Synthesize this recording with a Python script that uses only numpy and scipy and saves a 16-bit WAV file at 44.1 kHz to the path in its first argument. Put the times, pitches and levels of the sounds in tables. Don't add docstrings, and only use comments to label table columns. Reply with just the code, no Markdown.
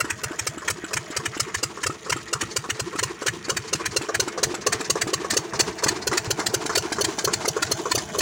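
import sys
import numpy as np
from scipy import signal
from scipy.fft import rfft, irfft, next_fast_len
from scipy.io import wavfile

SR = 44100
rng = np.random.default_rng(int(sys.argv[2]) if len(sys.argv) > 2 else 0)


def materialize(psi):
    bounded = np.clip(np.atleast_2d(psi).T, -1, 1)
    quanta = np.round(bounded * 32767).astype(np.int16)
    wavfile.write(sys.argv[1], SR, quanta)


N = 362061
TIME = np.arange(N) / SR

# f/Hz, level/dB
BLOCK_COLOUR = [(200, -25), (330, -15.5), (420, 4.5), (550, -6.5), (750, -9.5), (950, -3), (1130, 0),
                (1450, -6.5), (1800, -8), (2600, -27), (4000, -22), (6500, -16), (9000, -31), (13000, -46)]
# f/Hz, level/dB
INTAKE_COLOUR = [(150, -20), (280, -4.5), (345, 9.5), (440, 0.5), (560, -19.5), (1000, -2.5), (1500, -12),
                 (2800, -16.5), (4400, -16), (7000, -18.5), (10000, -31), (15000, -51)]


def fast_engine():
    # first firing t/s, cycle length/s, lengthening per cycle/s
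    pace = (.0101, .23216, .0000936)
    # far level/dB, close level/dB, closest t/s, half-length of the pass/s, scatter between firings/dB
    parts = [(-29, -14, 5.14, 4.04, 1.9), (-21.5, -22.5, 4.3, -1.5, 0), (-34.5, -18, 5.86, 4.3, .9),
             (-28.5, -32.5, 3.5, 4.5, 1.0), (-44.5, -29.5, 6.2, 4.36, 2.7), (-42, -35.5, 6.5, 2.2, 1.5),
             (-27, -57, 3.1, 1.7, 1)]
    # f/Hz, level at the start of the row/dB, level at its end/dB
    bark_colour = [(390, -5.5, -20), (630, -3.5, -8), (930, -29, -11.5), (983, 1, -3.5), (1090, 0.5, 4),
                   (1360, -2, -1.5), (1750, -5, 0), (1770, -1, -3.5), (1930, 1, -10), (2320, -9, -53),
                   (2730, -3.5, 7.5), (3200, -16.5, -5)]
    hiss_colour = [(2360, -9, -17), (3070, -48, -4.5), (3510, -17, -12), (4044, 6.5, -12), (4340, 3, 7),
                   (4900, 3, -8.5), (5940, 2, -5), (5950, 2, 4), (7420, 5.5, -7.5), (9030, 1.5, -22.5),
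                   (10700, -12.5, -14.5), (12000, -10, -35), (13300, -28, -30), (15300, -11, -21)]
    # edge t/s, change before it/dB, change after it/dB
    bark_step = (6.9, 0, -8.5)
    # f/Hz, level/dB
    sizzle_colour = [(8000, -10), (10000, 3), (12200, -6), (13500, -6), (15300, 0), (16500, -8)]

    s, hiss_db, bark_db, thump_db, boom_db, intake_db, knock_db, sizzle_db = run_engine(pace, parts)
    bark_db = bark_db + level_step(s, *bark_step)
    valve = puff(rise=0.0049, fall=0.004, tail_db=-19.0, tail_s=0.027, lead=0.00785)
    gas = exhaust(s, hiss_db, bark_db, bark_colour, hiss_colour, valve, rough_db=1.0)
    spray = puff(rise=0.0086, fall=0.0037, tail_db=-20, tail_s=.01, lead=0.01)
    gas += cycles(s, sizzle_db, spray) * turbulence(sizzle_colour, rough_db=2.0)

    screened_db = -10 * np.exp(-s / 6.4)
    pipe = cycles(s, thump_db + screened_db, ring(hz=402.4, rise=0.0074, decay=0.0036, lead=0.01153))
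    pipe += cycles(s, thump_db - 6.5, ring(hz=517, rise=0.0035, decay=0.0049, lead=0.01081))
    beam_db = -7.5 - 3 * (TIME[-1] - s)
    pipe += cycles(s, thump_db + beam_db, ring(hz=627, rise=0.0052, decay=0.0063, lead=.011))

    silencer = boom(start_hz=64, end_hz=187, glide_s=0.025, delay=0.00695, rise=0.009, decay=0.016)
    low = cycles(s, boom_db, silencer)
    gulp = puff(rise=0.013, fall=0.011, tail_db=-7.5, tail_s=0.045)
    intake = cycles(s + 0.075, intake_db, gulp) * turbulence(INTAKE_COLOUR, rough_db=0)
    blow = puff(rise=0.0024, fall=0.012, tail_db=-16, tail_s=0.019)
    knock = cycles(s - .052, knock_db, blow) * turbulence(BLOCK_COLOUR, rough_db=0)
    ticks = valve_gear(s - .052, hiss_db - 19.5, rise=0.0064, fall=0.0074)
    ticks += valve_gear(s + 0.122, hiss_db - 26, rise=0.004, fall=.004)
    return gas + pipe + low + intake + sheet_metal(knock + ticks, ring_db=-2.0, decay=0.012)


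def slow_engine():
    # first firing t/s, cycle length/s, lengthening per cycle/s
    pace = (.1077, .28829, .000078)
    # far level/dB, close level/dB, closest t/s, half-length of the pass/s, scatter between firings/dB
    parts = [(-23.5, -16, 6.5, 2.14, 0.47), (-21, -21.5, 7.9, 2.2, 1.3), (-37.5, -26, 7.3, 0.89, 0.73),
             (-37.2, -34.5, 5.0, 4, 0.78), (-50.5, -28, 6.25, 3.1, 1.6), (-27.5, -24, 6.5, 1.7, 1.14)]
    # f/Hz, level at the start of the row/dB, level at its end/dB
    bark_colour = [(389, -4, -31), (670, -30, 9.5), (920, -6, -14), (1022, -5, 20), (1216, -4.5, -24),
                   (1410, -9.5, 15.5), (1630, -23, -23), (1770, 2, 14.5), (2150, -8, -9), (2380, -8, 8.5),
                   (2570, -4.5, 6), (3310, -15, -8)]
    hiss_colour = [(2450, -37, -28), (3060, -5.5, -6), (3800, -9.5, -6.5), (3900, -14, -1.5), (4650, -6, 4),
                   (4600, -17, -3), (5560, 2.5, -6.5), (6160, 5, -12), (6870, 2.5, 1), (8850, -0.5, -12),
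                   (10100, -15, -14), (12000, -17, -28), (13800, -21, -25), (15400, -15, -14)]
    # edge t/s, change before it/dB, change after it/dB
    knock_step = (3.9, -7, 0)

    s, hiss_db, bark_db, thump_db, boom_db, intake_db, knock_db = run_engine(pace, parts)
    knock_db = knock_db + level_step(s, *knock_step)
    valve = puff(rise=0.0043, fall=0.0042, tail_db=-18.5, tail_s=0.025, lead=0.009)
    gas = exhaust(s, hiss_db, bark_db, bark_colour, hiss_colour, valve, rough_db=0.5)
    facing_db = -1.5 * np.abs(s - 3.9)
    clank = puff(rise=0.0044, fall=0.008, tail_db=-10, tail_s=0.007)
    gas += cycles(s, bark_db + facing_db - 2.5, clank) * resonance(hz=1778, width_hz=640)

    pipe = cycles(s, thump_db, ring(hz=329, rise=0.0069, decay=0.0065, lead=0.01427))
    silencer = boom(start_hz=68.8, end_hz=173, glide_s=0.0414, delay=0.0076, rise=0.012, decay=0.021)
    low = cycles(s, boom_db, silencer)
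    gulp = puff(rise=0.011, fall=0.0093, tail_db=-8.5, tail_s=0.086)
    intake = cycles(s + 0.0787, intake_db, gulp) * turbulence(INTAKE_COLOUR, rough_db=0)
    blow = puff(rise=0.00088, fall=0.014, tail_db=-3.5, tail_s=0.024)
    knock = cycles(s - .064, knock_db, blow) * turbulence(BLOCK_COLOUR, rough_db=0.5)
    knock += cycles(s - .064, knock_db - 8.5, ring(hz=1099, rise=0.00052, decay=0.015, lead=0.0011))
    ticks = valve_gear(s + 0.087, db=-43.5, rise=0.0023, fall=0.0042)
    ticks += valve_gear(s + 0.0575, db=-46.5, rise=0.0024, fall=0.0043)
    return gas + pipe + low + intake + sheet_metal(knock + ticks, ring_db=0, decay=0.0017)


def far_engine():
    # first firing t/s, cycle length/s, lengthening per cycle/s (negative: it speeds up)
    pace = (.0556, .2645, -.00001)
    # far level/dB, close level/dB, closest t/s, half-length of the pass/s, scatter between firings/dB
    parts = [(-40.5, -24, 7.5, 3.06, 2.3), (-33.5, -25, 6.87, 2, 1.4), (-27.5, -25.5, 6.1, 1.3, 1.6)]
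    # f/Hz, level at the start of the row/dB, level at its end/dB
    bark_colour = [(400, -15, 2.5), (704, -32, -3.5), (870, -38, -1), (1100, 3, -2.5), (1470, 9, -4),
                   (2120, -13, 1.5), (2700, 5.5, -15), (3260, -28, -30)]
    hiss_colour = [(2400, -30, -20), (2950, 5, -18), (4030, -3, 0.5), (5030, -16, 0.5), (6600, -8, -1.5),
                   (7750, 11.5, 1.5), (7960, -11, -11), (9600, -4, -9.5), (13000, -20, -34),
                   (15300, -20, -20)]

    s, hiss_db, bark_db, thump_db = run_engine(pace, parts)
    valve = puff(rise=0.0092, fall=0.0035, tail_db=-11.5, tail_s=0.029, lead=0.008)
    gas = exhaust(s, hiss_db, bark_db, bark_colour, hiss_colour, valve, rough_db=3.0)
    pipe = cycles(s, thump_db, ring(hz=317.4, rise=0.00065, decay=0.0053, lead=0.01108))
    pop_db = 1.93 * bark_db + 27.0
    pop = cycles(s, pop_db, ring(hz=874, rise=0.00045, decay=0.0021, lead=0.01))
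    ticks = valve_gear(s + 0.117, hiss_db - 20.5, rise=0.0015, fall=0.0057)
    return gas + pipe + pop + ticks


def run_engine(pace, parts):
    first, cycle, lengthening = pace
    k = np.arange(int(TIME[-1] / cycle) + 1)
    s = first + cycle * k + .5 * lengthening * k ** 2
    levels = []
    for *sweep, scatter_db in parts:
        levels.append(pass_by(s, *sweep) + scatter_db * rng.standard_normal(len(s)))
    return s, *levels


def exhaust(s, hiss_db, bark_db, bark, hiss, envelope, rough_db):
    gas = cycles(s, hiss_db, envelope) * passing(hiss, rough_db)
    gas += cycles(s, bark_db, envelope) * passing(bark, rough_db)
    gas = sheet_metal(gas, ring_db=-8.5, decay=0.0069)
    gas = bounce(gas, lag_ms=1.298, share=0.58, drift=0.1425)
    return bounce(gas, lag_ms=2.3, share=0.35, drift=0.0846)


def valve_gear(times, db, rise, fall):
    # f/Hz, level/dB
    valve_colour = [(800, -27), (1800, 10.5), (3200, -3), (4500, 10), (6500, 6), (8000, 0.5), (11000, -18),
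                    (15000, -30)]
    dbs = db + 2 * rng.standard_normal(len(times))
    rasp = puff(rise, fall, tail_db=-50, tail_s=0.01)
    return cycles(times, dbs, rasp) * turbulence(valve_colour, rough_db=0)


def puff(rise, fall, tail_db, tail_s, lead=0.032):
    def shape(t):
        opened = np.clip((t + lead) / .001, 0, 1)
        body = np.exp(-.5 * (t / np.where(t < 0, rise, fall)) ** 2)
        tail = (t > 0) * undb(tail_db) * np.exp(-np.abs(t) / tail_s)
        return opened * np.hypot(body, tail)
    return shape


def ring(hz, rise, decay, lead):
    def shape(t):
        age = np.maximum(t + lead, 0)
        swell = (1 - np.exp(-(age / rise) ** 2)) * np.exp(-(age - rise) / decay)
        pitch = hz * (1 + .02 * rng.standard_normal())
        return 2 * swell * np.sin(2 * np.pi * pitch * age)
    return shape


def boom(start_hz, end_hz, glide_s, delay, rise, decay):
    def shape(t):
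        age = np.maximum(t - delay, 0)
        glide = end_hz + (start_hz - end_hz) * np.exp(-age / glide_s)
        hz = glide * (1 + 0.046 * rng.standard_normal())
        swell = (1 - np.exp(-(age / rise) ** 2)) * np.exp(-(age - rise) / decay)
        return -2 * swell * np.sin(2 * np.pi * np.cumsum(hz * (age > 0)) / SR)
    return shape


def cycles(times, dbs, shape):
    out = np.zeros(N)
    for s, db in zip(times, dbs):
        start = max(int(s * SR) - SR // 20, 0)
        stop = max(int(s * SR) + SR // 7, 0)
        near = slice(start, stop)
        out[near] += undb(db) * shape(TIME[near] - s)
    return out


def pass_by(s, far_db, near_db, closest_s, half_s):
    nearness = np.exp(-.5 * ((s - closest_s) / half_s) ** 2)
    return far_db + (near_db - far_db) * nearness


def level_step(s, edge_s, before_db, after_db):
    edge_width_s = .08
    crossed = .5 * (1 + np.tanh((s - edge_s) / edge_width_s))
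    return before_db + (after_db - before_db) * crossed


def passing(points, rough_db):
    hz, first_db, last_db = np.transpose(points)
    source = rng.standard_normal(N) * undb(rough_db * walk(1500))
    way = TIME / TIME[-1]
    first = colour(source, np.c_[hz, first_db])
    last = colour(source, np.c_[hz, last_db])
    return unit((1 - way) * first + way * last)


def bounce(x, lag_ms, share, drift):
    lag = lag_ms / 1000 * np.exp(drift * walk(1))
    echo = np.interp(TIME - lag, TIME, x)
    return (x + share * echo) / np.hypot(1, share)


def sheet_metal(x, ring_db, decay, count=7):
    t = TIME[:SR // 20]
    place = TIME / TIME[-1] * (count - 1)
    rung = np.zeros(N)
    for spot in range(count):
        tail = rng.standard_normal(len(t)) * np.exp(-t / decay)
        tail = tail / np.sqrt(np.sum(tail ** 2))
        nearness = np.sqrt(np.maximum(1 - np.abs(place - spot), 0))
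        rung += nearness * signal.oaconvolve(x, tail)[:N]
    return (x + undb(ring_db) * rung) / np.hypot(1, undb(ring_db))


def machinery():
    # far level/dB, close level/dB, closest t/s, half-length of the pass/s
    parts = [(-48, -44.5, 6.7, 1.9), (-55, -46.5, 5.77, 1.95), (-54.5, -43, 7.34, 2.8),
             (-44.5, -44, 3.8, 0.55), (-48.5, -42, 8.2, 1.2)]
    # f/Hz, level/dB
    rumble_colour = [(20, -34), (40, -36), (65, -3.5), (110, -3.5), (150, -3), (190, 0.5), (250, -4),
                     (400, -23)]
    drone_colour = [(180, -24), (270, -9), (310, -30), (335, 12), (380, -9), (435, 8), (490, -6),
                    (620, -6.5), (900, -10)]
    pump_colour = [(450, -39), (620, 2), (780, -5.5), (900, -6.5), (1150, -10.5)]
    gear_colour = [(800, -7.5), (1100, -0.5), (1500, 1.5), (1900, 2.5), (2400, -3), (3000, -15),
                   (4000, -25)]
    water_colour = [(2000, -16), (2900, 5.5), (3600, 0.5), (4500, -6), (5400, -1.5), (6700, 4.5),
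                    (8000, -8), (10000, -10), (13500, -25), (15300, -9.5), (17000, -30)]

    rumble_db, drone_db, pumps_db, gears_db, water_db = (pass_by(TIME, *sweep) for sweep in parts)
    rumble = undb(rumble_db + 3.05 * walk(20)) * turbulence(rumble_colour, rough_db=2)
    drone = undb(drone_db + 4.4 * walk(25)) * turbulence(drone_colour, rough_db=5)
    pumps = undb(pumps_db + 3.2 * walk(30)) * turbulence(pump_colour, rough_db=2.0, rate=420)
    gears = undb(gears_db + 3.3 * walk(40)) * turbulence(gear_colour, rough_db=3.0, rate=500)
    water = undb(water_db + 0.98 * walk(46)) * turbulence(water_colour, rough_db=5.5, rate=540)
    frames = undb(drone_db - 1.5) * resonance(hz=331.0, width_hz=22)
    frames += undb(drone_db + .6) * resonance(hz=440.5, width_hz=40)
    return rumble + drone + frames + sheet_metal(pumps + gears + water, ring_db=-3.5, decay=0.004)


def turbulence(points, rough_db, rate=1500):
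    return colour(rng.standard_normal(N) * undb(rough_db * walk(rate)), points)


def resonance(hz, width_hz):
    b, a = signal.iirpeak(hz, hz / width_hz, fs=SR)
    once = signal.lfilter(b, a, rng.standard_normal(N))
    return unit(signal.lfilter(b, a, once))


def bump():
    return cycles([6.274], [-27], ring(hz=105, rise=0.0016, decay=0.017, lead=0))


def colour(x, points):
    hz, db = np.transpose(points)
    size = next_fast_len(N)
    bins = np.maximum(np.arange(size // 2 + 1) * SR / size, 1)
    gain_db = np.interp(np.log(bins), np.log(hz), db)
    octaves_outside = np.maximum(np.log2(hz[0] / bins), 0) + np.maximum(np.log2(bins / hz[-1]), 0)
    gain_db = gain_db - 30 * octaves_outside
    return unit(irfft(rfft(x, size) * undb(gain_db), size)[:N])


def walk(rate):
    return unit(np.interp(TIME * rate, np.arange(N // 8), rng.standard_normal(N // 8)))


def undb(db):
    return 10 ** (np.asarray(db) / 20)


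def unit(x):
    return x / np.sqrt(np.mean(x ** 2))


def scene():
    return (fast_engine() + slow_engine() + far_engine() + machinery() + bump())[None]


def record(dry):
    ceiling, top_hz = .55, 15900
    highpass = signal.butter(1, 30, "highpass", fs=SR, output="sos")
    lowpass = signal.ellip(10, .2, 70, top_hz, fs=SR, output="sos")
    dry = signal.sosfilt(highpass, dry)
    rounded = ceiling * np.tanh(dry / ceiling)
    return signal.sosfilt(lowpass, rounded)


dry = scene()
out = record(dry)
materialize(out)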